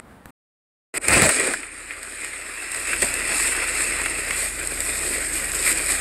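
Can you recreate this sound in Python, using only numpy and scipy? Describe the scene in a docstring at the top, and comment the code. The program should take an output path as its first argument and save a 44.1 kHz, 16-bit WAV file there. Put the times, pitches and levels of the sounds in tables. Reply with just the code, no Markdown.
"""Quiet night air in a snowy street, then a click on the phone and a moment of silence.
A storm gust hits the phone's microphone head on, buffets it and settles into a rushing hiss.
Eddies and blown snow strike the narrow microphone port and take its colour; the port whistles
and sings, and knocks ring the case. Some way off, an engine idles under the wind."""
import sys
import numpy as np
from scipy import signal
from scipy.fft import rfft, irfft
from scipy.io import wavfile
from scipy.ndimage import uniform_filter1d

SR = 44100
rng = np.random.default_rng(int(sys.argv[2]) if len(sys.argv) > 2 else 0)


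def inscribe(sig):
    """Save sig as 16-bit PCM at rate SR to the path in sys.argv[1].

    A 1-D sig is mono; a 2-D sig holds one channel per row.
    Samples are clipped to [-1, 1] before scaling.
    """
    pcm = np.round(np.clip(np.atleast_2d(sig).T, -1, 1) * 32767)
    wavfile.write(sys.argv[1], SR, pcm.astype(np.int16))


N = 264908
T, HZ = np.arange(N) / SR, np.fft.rfftfreq(N, 1 / SR)
CLICK_S, NIGHT_END_S, WIND_START_S, PUFF_END_S = .2572, .307, .939, .981

# Levels in the tables are relative; spectra give the level per hertz.
# distant night air: frequency_hz, level_db
NIGHT_SPECTRUM = [(25, -39.5), (60, -15.5), (170, -18), (250, -15.5), (350, -23.5), (800, -24.5),
                  (1850, -30), (2700, -40.5), (4500, -46.5), (6300, -54), (8200, -45), (9800, -45),
                  (11500, -52), (15500, -53)]
# its rise and fall: time_s, level_db
NIGHT_LEVEL = [(0.0, -54.5), (0.114, -49.5), (0.224, -53), (0.256, -52), (0.3, -48.5)]
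# light knock on the phone: frequency_hz, level_db
CLICK_SPECTRUM = [(100, 9), (1500, -2), (3000, -16), (6000, -25), (8200, -12), (14000, -15), (16000, -30)]
# partials of the engine down the street: pitch_hz, level_db, waver_hz
ENGINE_PARTIALS = [(39, 2, 0.091), (30, -20, 1.8), (69.5, -2, 4.48), (100, -9.5, 0.63), (131.2, -11, 2.06)]
# street rumble: frequency_hz, level_db
RUMBLE_SPECTRUM = [(15, -37), (30, -13), (60, 7), (100, -15), (160, -1.5), (300, -15), (1000, -68)]
# engine and rumble at the microphone: time_s, level_db
ENGINE_LEVEL = [(2.7, -59), (2.95, -48.5), (6.0, -45)]
# colour of the microphone port: frequency_hz, gain_db
PORT_RESPONSE = [(100, -17), (180, -16.5), (300, -2), (560, -5.5), (900, -14), (1850, -3), (2550, -6),
                 (3080, -16), (5200, -12.5), (7000, -10.5), (8250, 0), (10400, -14.5), (12900, -25),
                 (14300, -65)]
# narrow peaks and dips of port and case: centre_hz, width_hz, gain_db
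PORT_RINGS = [(648, 7.7, 4), (1317, 200, 2), (1990, 290, 3), (2430, 260, 5), (5030, 280, 1.5),
              (5750, 570, -5), (8600, 110, 2.5)]
# knocks that ring the case: start_s, pitch_hz, level_db, decay_ms
CASE_KNOCKS = [(1.5377, 1710, -17.5, 6.2), (3.023, 520, -22, 22), (4.308, 2150, -12.5, 3.1)]
# spells of whistling at the port's edge: start_s, end_s, level_db
WHISTLE_SPELLS = [(0.967, 0.985, -20.5), (1.026, 1.074, -30.5), (1.614, 1.85, -47)]
# hoarse tones of air blowing across the port: pitch_hz, width_hz, level_db
SINGING_TONES = [(1972, 140, 2), (2652, 136, 5), (5204, 95, -5.5)]
# hollow moan as the gust dies away: time_s, pitch_hz, level_db
MOAN_GLIDE = [(1.2, 660, -60), (1.249, 617.5, -22.5), (1.309, 608.5, -25.5), (1.349, 506.6, -66),
              (1.411, 425, -25.5), (1.45, 370, -70), (1.49, 337, -44), (1.56, 278, -55)]
# snow and small eddies striking the port: start_s, strength_db, tilt_db (up is brighter), decay_ms
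SNOW_STRIKES = [(1.0821, -7.5, 0, 3.7), (1.106, -7, -19, 1.6), (1.219, -8, 10, 1.9), (1.2908, -8, -3, 4.5),
                (1.3973, -19, 8, 4.5), (1.471, -16.5, -3, 3.4), (1.5357, -21.5, 11, 2.7),
                (1.6306, -25, -12, 4.1), (1.9071, -21, -18, 2.9), (2.029, -26, 3, 3.8),
                (2.2458, -16.5, 1, 1.35), (2.717, -20, 13, 2.1), (2.7455, -16.5, 11, 1.6),
                (2.871, -21, -4, 6.7), (2.9311, -16, -18, 5.3), (3.0200, -6.5, 3, 2.4),
                (3.0254, -14, -5, 6.7), (3.1394, -15.5, 18, 2.4), (3.3987, -10, -20, 2.7),
                (4.0590, -10, -13, 3.2), (4.307, -13, 0, 1.2), (4.6729, -17, 5, 1.3),
                (4.8042, -13.5, 12, 2.4), (5.5174, -17.5, 12, 1.7), (5.6258, -17, 5, 1.7),
                (5.9194, -15, 16, 2.5)]
# the wind surges, lulls and settles: time_s, force_db, rush_lift_db
WIND_FORCE = [(1.0, -61, 1.5), (1.018, -35.5, 0), (1.075, -27.5, -0.5), (1.14, -17, 3.5), (1.28, -23, -2),
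              (1.331, -21.5, -3.5), (1.52, -28, -3.5), (1.66, -42, 4), (2.0, -41, 3.5), (2.67, -35.5, 2),
              (2.8, -30, -1), (3.6, -27.5, 1.5), (4.25, -30, 0.5), (4.6, -32.5, -2), (4.87, -27, -4),
              (5.48, -29, -2), (5.62, -25, -3), (6.0, -28, 0)]
# low roar against that force: time_s, level_db
ROAR_LEVEL = [(1.0, -9.5), (1.2, -4.5), (1.34, -11), (1.65, -8.5), (2.3, -9), (2.85, -12), (3.4, -11),
              (4.55, -9), (4.9, -11), (6.0, -11)]
# fine fizz against the hiss: time_s, level_db
FIZZ_LEVEL = [(0.95, -15), (1.3, -40), (1.8, -24), (2.3, -21.5), (3.0, -20), (4.1, -21), (4.5, -16.5),
              (6.0, -17)]
# gusts riding on the wind: middle_s, length_s, lift_db, brightness (0 roar to 1 hiss)
GUSTS = [(1.049, 0.045, 5, 0), (1.257, 0.07, 5, 0.92), (1.405, 0.045, 8.5, 0.25), (1.484, 0.14, 7, 0.11),
         (1.932, 0.14, 3, 0.36), (2.104, .16, 4, 1), (2.235, 0.18, 6, 0.68), (2.35, .09, 4.5, .55),
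         (2.922, 0.11, 5, 0.46), (3.05, 0.12, 8, 0.78), (3.322, 0.087, 5.5, 0.024), (3.406, 0.29, 5, 1),
         (3.6, 0.1, 3, 0.037), (3.819, 0.18, 4.5, 1), (4.0, .06, 1.5, 0), (4.317, 0.13, 3, 0.55),
         (4.42, 0.19, 9.5, 0.72), (4.598, 0.052, 6, 0.56), (5.143, 0.067, 4.5, 0.57), (5.168, .06, 3, 0),
         (5.368, 0.097, 3.5, 0.92), (5.56, 0.06, 6.5, 0.66), (5.689, .1, 14.5, 0.68),
         (5.918, .11, 6.5, 0.75)]
# the gust that hits the port head on: frequency_hz, level_db
BUFFET_SPECTRUM = [(20, -29), (60, 9.5), (150, 6.5), (220, 4.5), (900, 0), (3000, -32), (6000, -13.5),
                   (15000, -38)]
# its blows: time_s, level_db
BUFFET_LEVEL = [(1.085, -27.5), (1.147, -26), (1.177, -23), (1.199, -36), (1.227, -23), (1.307, -35),
                (1.32, -41)]


def amp(db):
    return 10 ** (np.asarray(db) / 20)


def unit_rms(x):
    return x / np.sqrt(np.mean(x ** 2) + 1e-20)


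def shape(points):
    """Gain at every frequency from (frequency_hz, level_db) points."""
    hz, db = np.transpose(points)
    return amp(np.interp(np.log(HZ + 1), np.log(hz), db))


def level(points):
    """Gain at every moment from (time_s, level_db) points."""
    return amp(np.interp(T, *np.transpose(points)))


def between(start_s, end_s, fade_s=.00189):
    """Gate that fades in after the start and out before the end."""
    return np.clip((T - start_s) / fade_s, 0, 1) * np.clip((end_s - T) / fade_s, 0, 1)


def colour(x, gain):
    """Causal filter with the given magnitude."""
    cepstrum = irfft(np.log(np.maximum(gain, 1e-5)), N)
    cepstrum[1:N // 2] *= 2
    cepstrum[N // 2 + 1:] = 0
    return irfft(rfft(x) * np.exp(rfft(cepstrum)), N)


def noise(spectrum):
    """Noise of rms 1 with the given spectrum."""
    return unit_rms(irfft(rfft(rng.standard_normal(N)) * shape(spectrum), N))


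def wander(rate_hz):
    """Random drift of rms 1, up to about the given rate."""
    return unit_rms(irfft(rfft(rng.standard_normal(N)) * np.exp(-(HZ / rate_hz) ** 2), N))


def resonance(hz, width_hz):
    """Bell-shaped peak, 1 at its centre."""
    return 1 / (1 + (2 * (HZ - hz) / width_hz) ** 2)


def fuzzy_tone(hz, width_hz):
    """Noise of rms 1 ringing in one resonance."""
    return unit_rms(colour(rng.standard_normal(N), resonance(hz, width_hz)))


def night():
    """Dull distant air; a light knock on the phone leaves a short thin rustle, then all cuts out."""
    air = amp(3.5) * noise(NIGHT_SPECTRUM) * level(NIGHT_LEVEL)
    age = np.maximum(T - CLICK_S, 0)
    click = amp(-28) * np.exp(-age / .0016) * noise(CLICK_SPECTRUM)
    rustle = noise([(1000, -10), (6000, -15), (8200, 0), (10000, -6), (14000, -3), (16000, -20)])
    return (air + (click + amp(-62) * rustle) * (age > 0)) * between(0, NIGHT_END_S)


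def engine():
    """Low wavering partials of an engine idling some way off, in the rumble of the street."""
    hum = sum(amp(db) * np.sin(2 * np.pi * np.cumsum(hz + waver_hz * wander(5.7)) / SR)
              for hz, db, waver_hz in ENGINE_PARTIALS)
    street = np.sqrt(2) * amp(1.5) * hum + amp(-4.5) * noise(RUMBLE_SPECTRUM)
    return street * level(ENGINE_LEVEL) * between(WIND_START_S, np.inf)


def case_knocks():
    """Short hollow rings of the phone's case, right at the microphone."""
    return sum(amp(db) * fuzzy_tone(hz, width_hz=610) * (T > s) * np.exp(-1000 * abs(T - s) / decay_ms)
               for s, hz, db, decay_ms in CASE_KNOCKS)


def port_bands(notch_hz=6120, notch_width_hz=635):
    """The narrow port rings and has an anti-resonance; its filters for roar, rush, hiss and fizz."""
    detuning = ((HZ - notch_hz) / notch_width_hz) ** 2
    notch = np.sqrt((detuning + .001) / (detuning + 1))
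    rings_db = sum(db * resonance(hz, width_hz) for hz, width_hz, db in PORT_RINGS)
    response = shape(PORT_RESPONSE) * amp(rings_db) * notch
    low, mid, high = (1 / (1 + (HZ / hz) ** order) for hz, order in [(900, 6), (3600, 8), (11300, 24)])
    bands = response * np.sqrt([low, mid * (1 - low), high * (1 - mid), 1 - high])
    spans_hz = [(200, 900), (1200, 3000), (6500, 11000), (11000, 16000)]
    # white noise leaves each filter with rms 1 inside its span
    return [band / np.sqrt(np.mean(band ** 2 * ((HZ > bottom) & (HZ < top))))
            for band, (bottom, top) in zip(bands, spans_hz)]


def whistle():
    """Air on the port's edge gives a thin, fuzzy tone in short spells."""
    spells = sum(amp(db) * between(start, end, fade_s=.008) for start, end, db in WHISTLE_SPELLS)
    return fuzzy_tone(hz=8840, width_hz=150) * spells


def singing(rush):
    """Hoarse pipe tones of the port that swell, for one spell, with the wind crossing it."""
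    tones = sum(amp(db) * fuzzy_tone(hz, width_hz) * amp(2 * wander(45))
                for hz, width_hz, db in SINGING_TONES)
    return amp(-8) * unit_rms(tones) * rush * between(2.2, 4.52, fade_s=.38)


def moan(width_hz=68):
    """Narrow turbulence whose pitch sinks as the gust dies away."""
    s, hz, db = np.transpose(MOAN_GLIDE)
    phase = 2 * np.pi * np.cumsum(np.interp(T, s, hz)) / SR
    tone = unit_rms(wander(width_hz) * np.cos(phase) + wander(width_hz) * np.sin(phase))
    return tone * amp(np.interp(T, s, db)) * between(s[0], s[-1])


def snow_ticks(port, attack_s=.0004):
    """Snow and small eddies strike the port: each a puff that dies in a few milliseconds."""
    drive = np.zeros((3, N))
    age = np.arange(SR // 20) / SR
    for start_s, strength_db, tilt_db, decay_ms in SNOW_STRIKES:
        thud_db = -3 + 1.55 * strength_db  # harder strikes have more low body
        shares = amp([thud_db, min(-tilt_db, 0), min(tilt_db, 0)])
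        shares /= np.linalg.norm(shares)
        envelope = (1 - np.exp(-age / attack_s)) * np.exp(-1000 * age / decay_ms)
        puff = amp(strength_db) * envelope * rng.choice([-1, 1], len(age))
        start = round(start_s * SR)
        drive[:, start:start + len(age)] += shares[:, None] * puff
    roar, rush, hiss = drive
    return (amp(-1) * colour(roar, port[0]) + amp(-1.5) * colour(rush, port[1])
            + amp(4) * colour(hiss, port[2]) + amp(-12.5) * colour(hiss, port[3]))


def gust_db(brightness, spread=.42):
    """Each gust is a smooth arch that lifts most the range matching its own brightness."""
    lift_db = np.zeros(N)
    for middle_s, length_s, db, own_brightness in GUSTS:
        arch = np.cos(np.pi * np.clip((T - middle_s) / length_s, -.5, .5))
        lift_db += db * arch * np.exp(-((brightness - own_brightness) / spread) ** 2)
    return lift_db


def wind_strengths():
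    """Gains of roar, rush and hiss: a first puff that stops short, then the wind with its gusts."""
    s, force, rush_lift = np.transpose(WIND_FORCE)
    force_db, rush_lift_db = np.interp(T, s, force), np.interp(T, s, rush_lift)
    after_puff = np.maximum(T - PUFF_END_S, 0)
    puff = level([(WIND_START_S, -34), (PUFF_END_S, -25.5)]) * np.exp(-after_puff / .0007)
    lingering_roar = amp(-35.5) * np.exp(-after_puff / .022)
    roar = amp(force_db + gust_db(0)) * level(ROAR_LEVEL) + lingering_roar
    rush = (amp(force_db + gust_db(.34)) + puff) * amp(rush_lift_db)
    hiss = amp(force_db + gust_db(.98)) + puff
    return np.array([roar, rush, hiss]) * between(WIND_START_S, np.inf)


def airflow(eddies_db, flutter_db, grain_share, grains_per_s=1500):
    """Turbulent noise with fine snow grains in it, pulsing with the eddies and its own flutter."""
    grains = rng.standard_normal(N) * (rng.random(N) < grains_per_s / SR)
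    grains *= amp(4.5 * np.minimum(rng.exponential(1, N), 4))  # a few land much harder
    flow = np.sqrt(1 - grain_share) * rng.standard_normal(N) + np.sqrt(grain_share) * unit_rms(grains)
    return unit_rms(flow * amp(eddies_db + flutter_db * wander(81)))


def patchy_colour(x, depth_db):
    """Narrow ranges of pitch swell and fade at random for some tens of milliseconds."""
    spectra = signal.stft(x, nperseg=512, noverlap=384)[2]
    patches = uniform_filter1d(rng.standard_normal(spectra.shape), size=3, axis=0)  # across pitch
    patches = unit_rms(uniform_filter1d(patches, size=22, axis=1))  # across time
    return signal.istft(spectra * unit_rms(amp(depth_db * patches)), nperseg=512, noverlap=384)[1][:N]


def wind(port, roar, rush, hiss):
    """Storm wind right on the port: the same eddies shake its roar, rush, hiss and fizz."""
    eddies_db = unit_rms(wander(29) + 1.4 * wander(240))
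    fizz = hiss * level(FIZZ_LEVEL) * amp(.17 * gust_db(1))  # bright gusts add extra fizz
    flows = [roar * amp(-.5) * airflow(eddies_db, flutter_db=.5, grain_share=.15),
             rush * amp(-2) * airflow(eddies_db, flutter_db=-.52, grain_share=.21),
             hiss * amp(-.53) * airflow(eddies_db, flutter_db=.87, grain_share=.11),
             fizz * amp(2) * airflow(eddies_db, flutter_db=1, grain_share=.14)]
    return patchy_colour(sum(colour(flow, band) for flow, band in zip(flows, port)), depth_db=1.69)


def buffet(port, clicks_per_s=170):
    """Lumpy pressure straight on the membrane, with a hard, bright crackle and a faint fizz after it."""
    lumps = amp(4) * unit_rms(noise(BUFFET_SPECTRUM) * amp(2 * wander(100))) * level(BUFFET_LEVEL)
    heights = rng.choice([-1, 1], N) * rng.uniform(.44, 1, N)
    clicks = unit_rms(heights * (rng.random(N) < clicks_per_s / SR))
    crackle = amp(-24.5) * colour(clicks, port[1]) + amp(-35) * clicks
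    fizz = amp(-54) * noise([(6000, -30), (9000, -8), (15500, 5)]) * amp(2.5 * wander(120))
    blast = (lumps + crackle) * between(1.083, 1.31, fade_s=.0037)
    return blast + fizz * between(1.3, 1.57, fade_s=.03)


def scene():
    """One phone microphone in the street: wind and snow up close, night air and engine beyond."""
    port = port_bands()
    roar, rush, hiss = wind_strengths()
    storm = wind(port, roar, rush, hiss) + singing(rush) + whistle() + moan() + buffet(port)
    return (night() + storm + snow_ticks(port) + case_knocks() + engine())[None]


def record(dry):
    """The phone rounds off the loudest peaks, then cuts the highest treble."""
    ceiling, cutoff_hz = .75, 15700
    rounded = dry / (1 + (dry / ceiling) ** 4) ** .25
    lowpass = signal.firwin(1023, cutoff_hz, window=("kaiser", 9), fs=SR)
    return signal.oaconvolve(rounded, lowpass[None], "same")


dry = scene()
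out = record(dry)
inscribe(out)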